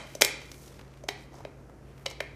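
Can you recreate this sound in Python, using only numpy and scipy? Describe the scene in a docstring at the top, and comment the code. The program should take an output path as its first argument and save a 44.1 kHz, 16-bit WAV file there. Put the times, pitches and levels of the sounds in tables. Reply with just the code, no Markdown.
"""A knock is dying away over a low hum in a small room; then a bird raps its bill on a hand-held
plastic bottle near the microphone. Each contact is a brief chatter that cracks, rings the bottle's
wall and gives a hollow knock, and the room answers. Faint rustles and ticks of handling lie
between the blows."""
import sys
import numpy as np
from scipy import signal
from scipy.fft import rfft, irfft
from scipy.io import wavfile

SR = 44100
rng = np.random.default_rng(int(sys.argv[2]) if len(sys.argv) > 2 else 0)


def inscribe(sig):
    """Save sig as 16-bit PCM at rate SR to the path in sys.argv[1].

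    A 1-D sig is mono; a 2-D sig holds one channel per row.
    Samples are clipped to [-1, 1] before scaling.
    """
    pcm = np.round(np.clip(np.atleast_2d(sig).T, -1, 1) * 32767)
    wavfile.write(sys.argv[1], SR, pcm.astype(np.int16))


N = 103635
LEAD = 16384  # samples ahead of time zero, so an earlier knock can ring on

# The frequencies in Hz, low to high, at which rustles and ticks have their levels set.
HANDLING_HZ = [900, 2500, 6000, 12000]


def amp(db):
    """Decibels to gain."""
    return 10 ** (np.asarray(db) / 20)


def read(points, hz):
    """Interpolates rows of (Hz, value) on a log-frequency axis."""
    points_hz, values = np.transpose(points)
    return np.interp(np.log(hz + 1), np.log(points_hz), values)


def add(track, start_s, sound):
    """Adds a sound to a track that starts LEAD samples early."""
    part = track[max(LEAD + round(start_s * SR), 0):][:len(sound)]
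    part += sound[:len(part)]


def colour(x, points, size=4096):
    """Minimum-phase filter that follows rows of (Hz, dB)."""
    log_gain = np.log(amp(read(points, abs(np.fft.fftfreq(size, 1 / SR)))))
    response = np.exp(np.conj(signal.hilbert(log_gain)))
    taps = np.fft.ifft(response).real[:size // 2]
    return signal.fftconvolve(x, taps)[:len(x)]


def drift(rate_hz):
    """A smooth random wander of rms 1."""
    lowpass = np.exp(-(np.fft.rfftfreq(N, 1 / SR) / rate_hz) ** 2)
    wander = irfft(rfft(rng.standard_normal(N)) * lowpass, N)
    return wander / wander.std()


def low_cut(x, hz):
    """Small objects radiate little bass."""
    return signal.sosfilt(signal.butter(2, hz, "high", fs=SR, output="sos"), x)


def chatter(decay_s, size=2048, rise_s=0.00033):
    """A few milliseconds of rattling contact, with a fairly even spectrum and energy 1."""
    t = np.arange(size) / SR
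    fade = (1 - np.exp(-t / rise_s)) * np.exp(-(t / decay_s / 2) ** 1.3)
    gate = np.minimum(1, 2 * fade / fade.max())
    burst = rng.standard_normal(size) * fade
    for _ in range(2):  # flatten the spectrum, then make the burst short again
        spectrum = rfft(burst)
        burst = irfft(spectrum / (abs(spectrum) + 1e-9)) * gate
    return burst / np.linalg.norm(burst)


def bottle_ring(blow, spot_hz, spot_db=9, spot_t60=0.038):
    """A blow plus what it excites: the bottle's modes and the short ring of the struck spot."""
    # Each row: a mode's frequency in Hz, gain at resonance in dB, time to fall 60 dB in seconds.
    wall_modes = [(407.6, 10.5, .26), (639, -1, 0.13), (890.4, -8.5, 0.11), (2040, 2.5, 0.0089),
                  (2143, 2, .09), (2405, -0.5, 0.042), (3153, 2, 0.069), (3850, -7.5, .02),
                  (4610, -10, .025), (5350, 0, .04), (6870, -6, .03)]
    t, ringing = np.arange(len(blow)) / SR, np.zeros(len(blow))
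    for hz, db, t60 in [*wall_modes, (spot_hz, spot_db, spot_t60)]:
        damping = np.log(1000) / t60
        ringing += amp(db) * 2 * damping / SR * np.exp(-damping * t) * np.cos(2 * np.pi * hz * t)
    return blow + signal.fftconvolve(blow, ringing)[:len(blow)]


def bill_knocks(size=16384):
    """Each blow of the bill is a double crack and a damped hollow knock; both ring the bottle."""
    # Each row: start in seconds, chatter decay in seconds, the hollow knock's level in dB, pitch in Hz
    # and rise constant in seconds, the struck spot's ring in Hz, then crack dB at each of crack_hz.
    blows = [ (-0.13, 0.004, -12.5, 568, .0012, 3100, 22.5, 18, 14, 13, 15.5, 11),
             (0.1508, 0.0018, -30, 555, 0.0013, 6060, -4, -17, -20, -14, -7, -24),
             (0.2102, 0.0046, -17.5, 587, 0.00039, 3180, 12, 4, 1.5, 3.5, 13, -13),
             (0.2119, 0.0038, -34, 733, 0.00064, 5270, -3, -11, 8, -4, -7, 3.5),
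             (0.2195, .0015, -10, 502.4, 0.00075, 3420, 17.5, 13.5, 17.5, 15.5, 18, 2),
             (0.2475, .0014, -29, 500, 0.00094, 7400, -8.5, 2.5, 1.5, 9, 8, 0.5),
             (1.0368, 0.0023, -35, 577, .0015, 6200, -12, -22, -29, -29, -21.5, -40),
             (1.0841, 0.0029, -29, 623, 0.0013, 6280, 1.5, -20, -30.5, -18, -8, -27),
             (1.0870, 0.0021, -21, 709, 0.00077, 1958, 2, -1.5, 3.5, 5, -3.5, -18.5),
             (1.45, 0.00096, -29.5, 578, 0.0012, 2500, -3, -11.5, -14.5, -15, -27.5, -42),
             (2.0584, 0.0027, -29, 715, 0.0009, 6100, -3.5, -4, -9, -14, -10, -29),
             (2.0614, 0.0019, -30.5, 540, 0.0027, 2930, -6, -2, 0.5, 5, -2, -25),
             (2.2038, 0.0019, -26, 570, 0.0014, 1813, -1, 1, 3, -2.5, -10.5, -23.5)]
    # The frequencies in Hz, low to high, that outline a crack's spectrum.
    crack_hz = [400, 1200, 2300, 4000, 6500, 12000]
    rebound_s, rebound_gain = 0.0012844, 0.27  # the wall springs back on the bill
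    t, track = np.arange(size) / SR, np.zeros(LEAD + N)
    hollow_t = np.maximum(t - 0.00056, 0)  # the hollow knock starts just after the crack
    for start_s, decay_s, hollow_db, hollow_hz, rise_s, spot_hz, *crack_db in blows:
        crack = colour(chatter(decay_s, size=size), list(zip(crack_hz, crack_db)))
        rebound = rebound_gain * np.interp(t - rebound_s, t, crack, left=0)
        double_crack = (crack + rebound) / np.hypot(1, rebound_gain)
        swell = (hollow_t / rise_s / 2) ** 2 * np.exp(2 - hollow_t / rise_s)
        hollow = amp(hollow_db) * swell * np.sin(2 * np.pi * hollow_hz * hollow_t)
        add(track, start_s, bottle_ring(double_crack + hollow, spot_hz))
    return low_cut(low_cut(track, hz=237), hz=170)


def room_reverb(direct, rise_s=0.0033):
    """The small room returns two near reflections and a diffuse tail that dies band by band."""
    # Each row: frequency in Hz, time for the tail to fall 60 dB in seconds.
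    decay_times = [(200, 0.72), (600, 0.4756), (2200, 0.5872), (5000, .5), (9000, 0.31), (15000, 0.06)]
    # Each row: frequency in Hz, level of the tail in dB.
    tail_levels = [(200, -4), (390, -5.5), (500, -15), (750, -6.5), (1200, -3.5), (1700, -9.5), (2000, -5),
                   (2450, -5), (2800, -9), (3500, -11), (4150, -7.5), (5000, -12.5), (7500, -11),
                   (13000, -6)]
    # Each row: a reflection's delay in seconds, its level in dB against the direct sound.
    reflections = [(.0068, -18), (0.0196, -22)]
    hz, t, bands = signal.stft(rng.standard_normal(SR), SR, nperseg=256)
    damping = np.log(1000) / read(decay_times, hz)[:, None]
    fade = np.exp(-damping * t) * np.sqrt(2 * damping / SR)  # unit energy in each band
    bands = bands * fade * amp(read(tail_levels, hz))[:, None]
    response = signal.istft(bands, SR, nperseg=256)[1]
    response *= 1 - np.exp(-(np.arange(len(response)) / SR / rise_s) ** 2)
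    for delay_s, db in reflections:
        response[round(delay_s * SR)] += amp(db)
    return signal.fftconvolve(direct, response)[:len(direct)]


def room_tone(waver_db=1, waver_rad=0.15):
    """A wavering appliance hum and the dull, steady noise of the room."""
    # Each row: a hum tone's frequency in Hz, level in dB.
    hum_tones = [(58.3, -54.5), (134.3, -54)]
    # Each row: frequency in Hz, level of the room noise in dB.
    noise_spectrum = [(20, -53), (45, -36.5), (90, -31.5), (170, -36), (330, -34.5), (560, -40), (900, -49),
                      (1400, -50.5), (2300, -57.5), (3600, -67), (6000, -63.5), (9000, -70), (15000, -77.5)]
    t, hum = np.arange(N) / SR, np.zeros(N)
    for hz, db in hum_tones:
        peak = np.sqrt(2) * amp(db + waver_db * drift(rate_hz=1.6))
        hum += peak * np.sin(2 * np.pi * hz * t + waver_rad * drift(rate_hz=2.5))
    return hum + colour(rng.standard_normal(LEAD + N), noise_spectrum)[LEAD:]


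def rustles(grain_db=2.5):
    """Hand, plastic and feathers rub in short swells of grainy friction."""
    # Each row: middle in seconds, half length in seconds, then level in dB at each of HANDLING_HZ.
    rubs = [(.12, .06, -56, -47, -52, -61), (.44, 0.054, -58, -50, -52, -64),
            (.6, 0.086, -74, -67, -51, -57.5), (.65, .035, -60, -55, -55, -67),
            (.735, 0.065, -47.5, -51.5, -53.5, -65), (.92, .1, -54, -60, -63.5, -80.5),
            (1.215, 0.028, -57.5, -62, -53, -66), (1.37, 0.035, -38.5, -56.5, -54, -69),
            (1.45, 0.039, -44.5, -58, -63, -79.5), (1.91, 0.058, -54, -54.5, -69.5, -76),
            (2.026, .04, -47, -53, -65, -65)]
    t, track = np.arange(N) / SR, np.zeros(N)
    for middle_s, half_s, *levels_db in rubs:
        grains = rng.standard_normal(N) * amp(grain_db * drift(rate_hz=220))
        swell = np.exp(-((t - middle_s) / half_s) ** 2 / 2)
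        track += colour(grains / grains.std(), list(zip(HANDLING_HZ, levels_db))) * swell
    return low_cut(track, hz=250)


def ticks():
    """Claws and fingers make light contacts that hardly ring."""
    # Each row: start in seconds, then level in dB at each of HANDLING_HZ.
    touches = [(.4165, -9.5, -25, -17, -41), (0.5156, -14, -16.5, -9.5, -28), (.5425, -20.5, -18, -23, -37),
               (0.677, -28, -24, -20, -39), (0.792, -9, -15, -30.5, -37), (.8115, -13.5, -19, -27.5, -47),
               (.9375, -28.5, -21.5, -37.5, -43.5), (0.972, -26.5, -25, -32.5, -44.5),
               (1.341, -6, -33, -33, -40), (1.3535, -13.5, -38, -21.5, -49.5), (1.404, -3, -29, -33, -44),
               (1.6954, -11, -33, -39, -46.5), (1.978, -19, -26, -30.5, -43),
               (2.1007, -20.5, -34.5, -12.5, -27.5), (2.11, -6, -18, -11, -34)]
    track = np.zeros(LEAD + N)
    for start_s, *levels_db in touches:
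        add(track, start_s, colour(chatter(decay_s=0.0026), list(zip(HANDLING_HZ, levels_db))))
    return low_cut(track, hz=300)


def scene():
    """At the microphone: near knocks and ticks with the room's answer, dry rustles and room tone."""
    direct = bill_knocks() + ticks()
    contacts = (direct + room_reverb(direct))[LEAD:]
    return (contacts + rustles() + room_tone())[None]


def record(dry):
    """One microphone colours the treble; its signal clips at full scale and is then band-limited."""
    # Each row: frequency in Hz, the microphone's gain in dB.
    mic_response = [(8000, -2), (12500, 1), (15500, -6.5)]
    clipped = np.clip(colour(dry[0], mic_response), -1, 1)
    lowpass = signal.firwin(301, cutoff=15350, window=("kaiser", 8), fs=SR)
    return signal.oaconvolve(clipped[None], lowpass[None], "same")


dry = scene()
out = record(dry)
inscribe(out)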